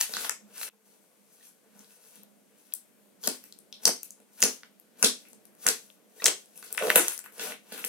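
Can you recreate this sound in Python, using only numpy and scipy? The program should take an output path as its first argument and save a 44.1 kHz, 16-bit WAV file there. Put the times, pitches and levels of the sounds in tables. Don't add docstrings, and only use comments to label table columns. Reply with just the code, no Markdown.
import sys
import numpy as np
from scipy import signal
from scipy.fft import rfft, irfft
from scipy.io import wavfile
from scipy.ndimage import uniform_filter1d

SR = 44100
rng = np.random.default_rng(int(sys.argv[2]) if len(sys.argv) > 2 else 0)


def store_pcm(level_fs):
    pcm = np.round(np.clip(level_fs, -1, 1) * 32767).astype(np.int16)
    wavfile.write(sys.argv[1], SR, np.atleast_2d(pcm).T)


N = 347508

# time in seconds, level in dB, pitch in Hz, wet crack in dB, squelch in dB,
# left minus right in dB, room share in dB (low facing the microphone, high where a hand shades it).
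POCKETS = [(0.012, -4.5, 7440, -9.5, -50, -3, -7), (0.094, -30, 10800, -5, -15, -14, 5),
           (0.138, -16, 4520, -7.5, -34, 1, 1.5), (0.1489, -25.5, 4250, -21, -23, -10, 13),
           (0.1682, -15, 6800, -1, -19.5, -6, 0.5), (0.2372, -29, 970, 6, -35, 5, 1),
           (0.247, -21.5, 1150, 13, -44, 6, 6), (0.2514, -21, 4500, -5, -33, 0, -10),
           (0.2951, -11, 6600, -7.5, -48, 11, 2), (0.2975, -23, 1780, -17, -45, -6, -5.5),
           (0.5743, -33, 12000, -25, -40, 3, 0), (0.5806, -22, 10000, -30, -34, -12, 5),
           (0.6143, -18, 9900, -2.5, -51, -10, 0), (0.632, -24.5, 3730, 4, -37, 7, -6),
           (0.6793, -33.5, 1550, -3, -23, -6, -5), (0.6985, -48, 2600, 2, -40, 6, -3),
           (0.7457, -56, 9900, -23, -40, 0, 0), (1.4697, -43, 9400, -13, -52, -16, 14),
           (1.7927, -39, 6200, -11, -27, 11, 8), (1.806, -49, 2500, -6, -20, 4, 2),
           (1.845, -46, 4200, -13, -30, 2, 2), (1.9073, -49.5, 2800, -10, -30, 0, -3),
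           (2.0393, -46, 4200, -2, -30, -2, -4), (2.157, -35, 11200, -20, -40, 6, 3),
           (2.162, -48, 3130, -3, -30, 2, 5), (2.2156, -52, 3500, -12, -30, 2, 6),
           (2.234, -38, 12200, -19, -26, 10, -17), (2.7242, -34.5, 3300, -2, -41, 4, -4),
           (2.7376, -7.5, 11800, -26.5, -64, 5.5, -2.5), (3.231, -32, 10800, -17, -33, -10, 5),
           (3.2377, -22.5, 4930, -12, -24, 0, 10.5), (3.244, -21, 13000, -25, -25, -2, 13),
           (3.274, -2, 9200, -12, -23, 4.5, -2), (3.2769, -10, 4540, -14, -11.5, -3.5, 0.5),
           (3.4399, -30, 10900, -11, -28, -9, 4), (3.525, -32.5, 5450, -17, -35, 5.5, -2.5),
           (3.5887, -37.5, 9450, -25, -40, 12, 4), (3.727, -27, 4540, -17, -34, 3, 2.5),
           (3.854, -1, 6200, -13.5, -30.5, 6, 7.5), (3.8553, 2, 5510, -28, -56, -5, -4.5),
           (3.8781, -2.5, 9180, -10.5, -29, -2, -4.5), (3.8911, -10, 6400, -3, -11.5, -1.5, -8),
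           (4.032, -18, 10500, -17.5, -58, 2, 2.5), (4.1067, -26, 8860, -22, -48, -2.5, -0.5),
           (4.202, -43.5, 8760, -7, -6.5, 0, 6), (4.4047, -20, 10260, -41, -30, -6, 9),
           (4.4203, -8.5, 6950, -35, -55, -12, 9), (4.4264, 0, 6100, -7, -25.5, 6, -3),
           (4.437, -4, 7240, -17, -17.5, -5, 4.5), (4.4393, -8.5, 6500, -16, -23, 11, -3),
           (4.6336, -32.5, 1990, 22, -18.5, -1, -2), (4.799, -37.5, 12500, -21.5, -29, 7.5, -0.5),
           (5.0215, -29, 14000, -12, -22, 6, -5), (5.0272, 2, 6770, -8, -32.5, 1.5, 3.5),
           (5.0389, -8, 6600, -4, -10, -2, 5.5), (5.045, -1.5, 4680, -41, -47, 1, 5),
           (5.0478, -2.5, 7690, -26, -45, -24, 6.5), (5.2528, -47, 2380, -8, -30, 6, 8),
           (5.286, -38, 9900, -19.5, -30, 1, 8), (5.332, -34, 8060, -27, -15.5, 5, 2),
           (5.454, -38, 9700, -10.5, -18.5, 5, 2), (5.5513, -45, 10140, -15.5, -23, 7, 0.5),
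           (5.64, -37, 9600, -1, -25, -7, 9), (5.643, -28, 13600, -32.5, -30, -8, 2),
           (5.6651, -10.5, 8840, -2.5, -28, -11, 6), (5.6673, 2, 8000, -37, -47, -2, 0),
           (5.6773, -12, 8330, 0.5, -32, 13, 6), (5.6874, 1.5, 7700, -39, -30, -8, -1.5),
           (5.864, -48, 10950, -17, -32, 9, 3), (5.902, -43, 2830, -0.5, -17, 12.5, -7),
           (6.163, -44, 9200, -6.5, -9.5, -2, 14), (6.2212, -22, 1520, -18, -11.5, 2, 6),
           (6.2232, -32, 1590, -3, -31, 0, -10), (6.2427, -4, 8260, -21.5, -26.5, -3, -1),
           (6.257, -1, 7400, -29, -52, 4, -4.5), (6.2581, 2.5, 7600, -21.5, -45, -3, 1),
           (6.2614, -3.5, 3260, -13, -27.5, 0, -2), (6.266, -3.5, 5400, -16, -50, 7, 0.5),
           (6.2816, -7.5, 8430, 1.5, -13.5, 2, -2.5), (6.4584, -39, 9450, -12.5, -39.5, -5, -9),
           (6.5577, -38, 10650, -13.5, -30, -6, 13.5), (6.5657, -38, 9400, -24, -35, 0, -2),
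           (6.5767, -30, 9930, -46, -42, -0.5, 5.5), (6.626, -34.5, 10500, -11.5, -30, -5, 13),
           (6.6279, -30, 4440, 4.5, -26, -2, 2.5), (6.645, -33, 9800, -26, -20, 4, 7),
           (6.6478, -29, 12300, -23, -27, -2, 5), (6.6634, -39, 5500, -13, -30, -3, 14),
           (6.705, -37, 11200, -5, -17, 2, 14), (6.727, -12, 11000, -41, -44, -2, 0),
           (6.749, -30.5, 2200, 15, -29, 4, -10), (6.7754, -20.5, 8570, -38, -40, 11.5, 10.5),
           (6.7792, -14, 1600, 1, -31, 7, 2), (6.7831, -23.5, 2400, 17, -31, -6, 5),
           (6.824, -15.5, 1150, -1, -4.5, 3, 3), (6.8706, -23, 4450, -16, 2, -1, 2),
           (6.883, -23.5, 1160, -10, 3.5, -7, 3), (6.8968, -17.5, 2040, -5, -20, 4, 8.5),
           (6.9024, -3, 1570, 0, -16.5, -1, -20), (6.9028, -9, 9200, -32, -40, 9, -4),
           (6.9583, 10.5, 10200, -6.5, -48, -2.5, -2), (6.9615, 2, 10800, -7.5, -16, -1, -5),
           (6.965, 1, 11000, -17, -36, -2, 5), (6.995, -7.5, 7700, -11, -47, -6, 7.5),
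           (7.0825, -4.5, 7900, -15.5, -45, -3, -3), (7.12, -22.5, 11400, -14, -43, 4, 13),
           (7.178, -24, 9200, -18, -38, 13, 0), (7.191, -27, 7800, -11, -41, 16, 5),
           (7.2017, -35, 8900, -6, -37, 7, -5), (7.2414, -32.5, 13100, -7.5, -44, -1, 11.5),
           (7.2609, -33.5, 1470, -27, -34, 2, 2), (7.3225, -40, 12200, -19, -29, 0, 14.5),
           (7.3811, -28, 10300, -27, -18, -9, 9), (7.3958, -20, 4430, 0, -14.5, -4, 9),
           (7.429, -31.5, 1890, -6, -30, 0, -10), (7.522, -23.5, 2320, -6, -26, 2, -2),
           (7.722, -24, 4060, 0.5, -12.5, -4.5, 7.5), (7.7255, -23, 10500, -17.5, -31, -5, 7),
           (7.7776, -27.5, 13100, -5, -24, 6, 15.5), (7.8419, -19.5, 2060, -21, -32, 1, -6),
           (7.8477, -10.5, 10200, -43, -28.5, -3, 3.5), (7.8504, -20, 11600, -6, -31, 10, -11)]
# centre in Hz, width in Hz, gain in dB.
FIZZ_MODES = [(6400, 1500, 8.5), (10500, 10900, 15), (14000, 3100, -6)]
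# centre in Hz, width in Hz, gain in dB.
SMACK_MODES = [(1576, 2940, 22.5), (2650, 990, 11.5), (3500, 640, 14.5), (4500, 1900, 0.5)]
# centre in Hz, width in Hz, gain in dB.
SQUELCH_MODES = [(234, 91, 15.5), (469, 340, 11.5), (662, 1000, 8.5)]
# time in seconds, gain in dB.
DEEP_HOLLOW = [(0, 2.5), (.6, -3.5), (3.3, 2.5), (4.45, 3.5), (5.1, 4), (5.7, 3.5), (6.3, -11.5),
               (7.0, -5.5), (7.45, 0), (7.88, 5)]
# delay in seconds, gain in dB.
REFLECTIONS = [(.0015, -13), (.0034, -19), (.0114, -17), (.0154, -17)]
# time in seconds, lag of the left port in samples.
HAND_LAG = [(0, 2.5), (2.74, 3), (3.24, 2.6), (3.28, 3.6), (3.85, 1.4), (3.88, 3.8), (4.03, .4),
            (4.42, 1.6), (4.44, 2.6), (5.03, 4.2), (5.05, 5.6), (5.665, 1.8), (5.69, 4.8), (6.24, -.6),
            (6.27, 1), (6.29, .2), (6.73, 2.4), (6.9, 3.6), (7.08, 3.2), (7.85, 5.2)]
# time of full strength, hold, rise and fall in seconds,
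# then fizz, smack and squelch in dB.
KNEAD_STROKES = [(.008, 0.0029, 0.015, 0.027, -18, -34.5, -64),
                 (0.164, 0.091, 0.27, 0.045, -34.5, -46.5, -49.5), (0.464, .04, 0.085, 0.17, -75, -98, -63),
                 (0.584, 0.098, 0.1, 0.0098, -39, -48.5, -62), (0.855, 0.061, 0.031, 0.46, -63.5, -99, -75),
                 (1.155, 0.1, 0.11, 0.3, -80, -95, -76.5), (1.41, 0.046, 0.24, 0.096, -55.5, -75, -98),
                 (1.76, 0.054, 0.088, 0.22, -69, -96, -81), (1.796, 0.29, 0.39, 0.15, -61, -75.5, -72),
                 (2.132, 0.044, 0.054, 0.097, -55.5, -67, -88), (2.722, .01, 0.45, 0.22, -60, -69, -88),
                 (6.697, 0.011, 0.47, 0.46, -52, -66, -101),
                 (6.824, 0.075, 0.11, 0.18, -36.5, -52.5, -34.5),
                 (6.958, 0.0074, 0.021, 0.08, -30, -45.5, -26.5),
                 (7.032, 0.076, 0.14, 0.083, -34.5, -43, -63), (7.412, 0.1, .1, 0.023, -36.5, -42, -45),
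                 (7.716, 0.19, 0.11, 0.11, -45, -53, -56)]
# deepest push in seconds, entry fizz in dB, its rise in seconds,
# squelch in dB, pull-out fizz in dB.
FINGER_POKES = [(3.282, -43, 0.041, -39, -61.5), (3.879, -44.5, 0.06, -33, -66.5),
                (4.451, -41, 0.095, -31, -84), (5.039, -46, 0.054, -31, -61),
                (5.679, -41.5, 0.061, -32.5, -68.5), (6.266, -44.5, 0.14, -28.5, -87)]
# time of full strength, hold, rise and fall in seconds, level in dB,
# pitch in Hz, share of pitch lost per second.
AIR_GURGLES = [(6.823, 0.024, 0.033, 0.035, -23.5, 557, 4.5), (6.876, 0.01, 0.023, 0.035, -29, 613, 0.7),
               (6.965, 0.015, 0.011, .05, -33.5, 340, 0.42), (7.433, 0.016, .03, 0.045, -44.5, 488, 1.4),
               (7.513, .02, .02, .03, -49.5, 730, 0.58)]
# start in seconds, level in dB, pitch in Hz.
AIR_SQUEAKS = [(1.4072, -54, 1860), (6.2, -34, 1894)]
# centre in Hz, T60 in seconds, relative level in dB, build-up in seconds.
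ROOM_BANDS = [(277, 0.2, 13, 0.013), (475, 0.23, 3, 0.0049), (950, 0.18, 5, 0.011), (1457, 0.14, 8, 0.0044),
              (2260, 0.24, 3, 0.0027), (3300, .26, 4, 0.0005), (5400, 0.27, -4.5, 0.002),
              (7700, 0.27, -2.5, 0.0012), (10500, 0.17, 4.5, 0.0014), (14000, 0.13, -14.5, .001)]
# frequency in Hz, relative level in dB.
TONE_SPECTRUM = [(24, -72), (40, -27.5), (148, -16.5), (205, 2), (357, -11.5), (508, -5), (799, -21.5),
                 (2080, -20), (4000, -24.5), (6780, -24), (12400, -16), (15200, -61.5), (16400, -48)]
# time in seconds, bass level change in dB.
TONE_DRIFT = [(0, -3.5), (.47, 1.5), (0.688, 2), (.72, -10), (.83, -5.5), (.9, 0.5), (1.2, -1.6), (1.6, -2),
              (1.8, 1.5), (1.97, -9.5), (2.2, 3.5), (2.65, -1), (3.099, 3), (4.2, 1.7), (4.8, 2),
              (5.5, 5.5), (6.0, 2), (7.88, 3.5)]
# time of full strength, hold, rise and fall in seconds, added hum in relative dB.
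HUM_RISES = [(0.427, 0.036, 0.072, .06, 8), (1.77, 0.037, 0.17, .06, 12), (2.173, 0.035, 0.054, .2, 3),
             (5.494, 0.03, 0.11, 0.09, 10), (7.5, 0.083, 0.12, .2, 4)]

POP_SAMPLES, LEAD_SAMPLES = 2048, 64
BREAK_S = 0.691


def pops():
    rip_gain, rip_rise_s, rip_decay_s = 0.18, 0.00027, 0.00056
    near, room_feed = np.zeros((2, N + POP_SAMPLES)), np.zeros(N + POP_SAMPLES)
    t = (np.arange(POP_SAMPLES) - LEAD_SAMPLES) / SR
    draws = rng.standard_normal((len(POCKETS), 1 + POP_SAMPLES))
    lump_lags_s = rng.uniform(0.00013, 0.000607, len(POCKETS))
    refill = np.maximum(t, 0) * np.exp(-t / 0.0001)
    refill_peak = np.max(np.abs(body(refill, SQUELCH_MODES)))
    for pocket, draw, lump_lag_s in zip(POCKETS, draws, lump_lags_s):
        at_s, db, hz, crack_db, squelch_db, pan_db, room_db = pocket
        tear = (t == 0) + rip_gain * draw[1:] * np.exp(np.minimum(-t / rip_decay_s, t / rip_rise_s))
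        tone = unit_peak(body(tear, [(hz, 0.74 * hz, 0)]))
        snap_gain = undb(-6) * min(hz / 1300, 1) ** 2
        snap = snap_gain * unit_peak(body(tear, FIZZ_MODES))
        crack = undb(crack_db) * unit_peak(body(tear, SMACK_MODES))
        squelch = undb(squelch_db) * hollows(refill, at_s) / refill_peak
        pop = undb(db) * (unit_peak(tone + snap + crack) + squelch)
        bounces = REFLECTIONS + [(lump_lag_s, -8.5)]
        heard = pop + sum(undb(gain_db) * delay(pop, lag_s * SR) for lag_s, gain_db in bounces)
        left_lag_samples = curve(HAND_LAG, at_s) + 0.4 * draw[0]
        start = int(at_s * SR) - LEAD_SAMPLES
        span = slice(start, start + POP_SAMPLES)
        near[0, span] += undb(pan_db / 2) * delay(heard, left_lag_samples)
        near[1, span] += undb(-pan_db / 2) * heard
        room_feed[span] += undb(room_db) * pop
    return near[:, :N], room_feed[:N]


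def hollows(x, at_s):
    return undb(curve(DEEP_HOLLOW, at_s)) * body(x, SQUELCH_MODES[:1]) + body(x, SQUELCH_MODES[1:])


def peel():
    ticks_per_s, tick_db = 210, -11
    out, t, gains = 0, np.arange(N) / SR, hand_effort()
    layers = [(FIZZ_MODES, 0.2), (SMACK_MODES, 0.1), (SQUELCH_MODES, 0.04)]
    for gain, (modes, bursts_per_sample) in zip(gains, layers):
        bursts = (rng.random(N) < bursts_per_sample) * rng.standard_normal(N)
        bursts *= undb(np.minimum(1.9 * rng.exponential(size=N), 7))
        sound = body(bursts, modes)
        rms = np.std(sound)
        if modes is SQUELCH_MODES:
            sound = hollows(bursts, t)
        out += sound / rms * gain * undb(2.54 * wander(rate_hz=40))
    ticks = (rng.random(N) < ticks_per_s / SR) * undb(np.minimum(3.5 * rng.exponential(size=N), 14))
    out += undb(tick_db) * gains[0] * unit_rms(ring(ticks, hz=4200, width_hz=4500))
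    return out * ((t < BREAK_S) | (t > BREAK_S + 0.03))


def hand_effort():
    rest_db, poke_smack_db = (-86.5, -89, -73), -12.5
    gains = undb(rest_db)[:, None] + sum(undb(row[4:])[:, None] * swell(*row[:4]) for row in KNEAD_STROKES)
    for at_s, entry_db, rise_s, squelch_db, pull_db in FINGER_POKES:
        entry = undb(entry_db) * swell(at_s - 0.044, hold_s=0.076, rise_s=rise_s, fall_s=0.14)
        pull = undb(pull_db) * swell(at_s + 0.16, hold_s=0.094, rise_s=0.084, fall_s=0.084)
        squelch = undb(squelch_db) * swell(at_s, hold_s=0, rise_s=0.048, fall_s=0.071)
        fizz = entry + pull
        gains += [fizz, undb(poke_smack_db) * fizz, squelch]
    return gains


def gurgles():
    out, n = np.zeros(N), np.arange(SR // 3)
    for at_s, hold_s, rise_s, fall_s, db, hz, sag_per_s in AIR_GURGLES:
        bubbles = (rng.random(len(n)) < 0.03) * rng.standard_normal(len(n))
        hollow = unit_rms(body(bubbles, [(hz, 0.25 * hz, 0)]))
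        glide_s = np.clip(n / SR - 0.1, -0.1, 0.1)
        sinking = np.interp(n - sag_per_s * SR * glide_s ** 2 / 2, n, hollow)
        span = int(at_s * SR) - SR // 10 + n
        out[span] += undb(db) * swell(at_s, hold_s, rise_s, fall_s)[span] * sinking
    return out


def squeaks():
    half_length_s, octave_db = 0.0032, -7.5
    out, t = 0, np.arange(N) / SR
    for start_s, db, hz in AIR_SQUEAKS:
        envelope = np.exp(-((t - start_s - half_length_s) / half_length_s) ** 2)
        phase = 2 * np.pi * hz * t
        out += undb(db) * envelope * (np.sin(phase) + undb(octave_db) * np.sin(2 * phase))
    return out


def room_ring(x):
    first_wall_s, early_gain = 0.011, 0.98
    t, response = np.arange(SR // 2) / SR, 0
    for hz, t60_s, db, build_s in ROOM_BANDS:
        mid, side = ring(rng.standard_normal((2, len(t))), hz, min(0.37 * hz, 4000))
        build_up = early_gain + 1 - np.exp(-np.maximum(t - first_wall_s, 0) / build_s)
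        stereo = mid + min(hz / 1500, 1) * np.array([side, -side])
        response += undb(db - 60 * t / t60_s) * build_up * stereo
    response /= np.sqrt(np.sum(response ** 2) / 2)
    parts = np.split(x, [int(BREAK_S * SR)])
    return np.hstack([signal.fftconvolve(part[None], response, axes=1)[:, :len(part)] for part in parts])


def room_tone():
    out, (knots_hz, knots_db) = 0, np.transpose(TONE_SPECTRUM)
    drift_db = curve(TONE_DRIFT, np.arange(N) / SR)
    for hz in 50 * 2 ** np.arange(0, 8.5, 0.5):
        db = np.interp(np.log(hz), np.log(knots_hz), knots_db) + wander(rate_hz=5.7)
        db += min(600 / hz, 1) ** 0.5 * drift_db
        noise = rng.standard_normal((2, N)) + 0.5 * rng.standard_normal(N)
        out += undb(db) * body(noise, [(hz, hz / 2, 0)])
    return undb(-63) * unit_rms(out)


def hum(hz=205.4):
    t = np.arange(N) / SR
    tone = unit_rms(ring(rng.standard_normal(N), hz, width_hz=15)) + 1.52 * np.sin(2 * np.pi * hz * t)
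    lift = 1 + sum(undb(db) * swell(*timing_s) for *timing_s, db in HUM_RISES)
    return tone * lift * undb(-73.5 + 0.36 * curve(TONE_DRIFT, t) + 0.94 * wander(rate_hz=8.5))


def undb(db):
    return 10 ** (np.asarray(db) / 20)


def unit_rms(x):
    return x / np.sqrt(np.mean(x ** 2))


def unit_peak(x):
    return x / np.max(np.abs(x))


def curve(table, at_s):
    return np.interp(at_s, *np.transpose(table))


def ring(x, hz, width_hz):
    return signal.lfilter(*signal.iirpeak(min(hz, 0.45 * SR), hz / width_hz, SR), x)


def body(x, modes):
    return sum(undb(db) * ring(ring(x, hz, width_hz), hz, width_hz) for hz, width_hz, db in modes)


def wander(rate_hz):
    step = int(SR / rate_hz)
    return 1.5 * uniform_filter1d(np.repeat(rng.standard_normal(N // step + 1), step), step)[:N]


def swell(at_s, hold_s, rise_s, fall_s):
    t = np.arange(N) / SR
    ramp = np.maximum((at_s - t) / rise_s, (t - at_s - hold_s) / fall_s)
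    return undb(-30 * np.maximum(ramp, 0))


def delay(x, samples):
    n = x.shape[-1]
    return irfft(rfft(x) * np.exp(-2j * np.pi * np.arange(n // 2 + 1) * samples / n), n)


def scene():
    near_pops, pop_feed = pops()
    slime, whistles = peel() + gurgles(), squeaks()
    direct = np.array([delay(slime + whistles, samples=2.29), slime + whistles])
    room_feed = undb(-4.5) * pop_feed + undb(-6.5) * slime + undb(-10) * whistles
    return near_pops + 0.5 * direct + room_ring(room_feed) + room_tone() + hum()


def record(dry):
    low_cuts_hz, high_cuts_hz = (254.3, 82.7), (17700, 10500)
    ceiling, asymmetry, amp_low_hz, top_hz = 1.05, 0.054, 123, 15900
    left = dry[0] + 0.8 * ring(dry[0], hz=12850, width_hz=5540)
    ports = []
    for port, low_hz, high_hz in zip((left, dry[1]), low_cuts_hz, high_cuts_hz):
        port = signal.lfilter(*signal.butter(2, low_hz, "high", fs=SR), port)
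        ports.append(signal.lfilter(*signal.butter(1, high_hz, fs=SR), port))
    squashed = ceiling * np.tanh(np.array(ports) / ceiling)
    out = signal.lfilter(*signal.butter(1, amp_low_hz, "high", fs=SR), squashed)
    out += asymmetry * out ** 2
    return signal.sosfilt(signal.ellip(10, 0.2, 70, top_hz, fs=SR, output="sos"), out)


dry = scene()
out = record(dry)
store_pcm(out)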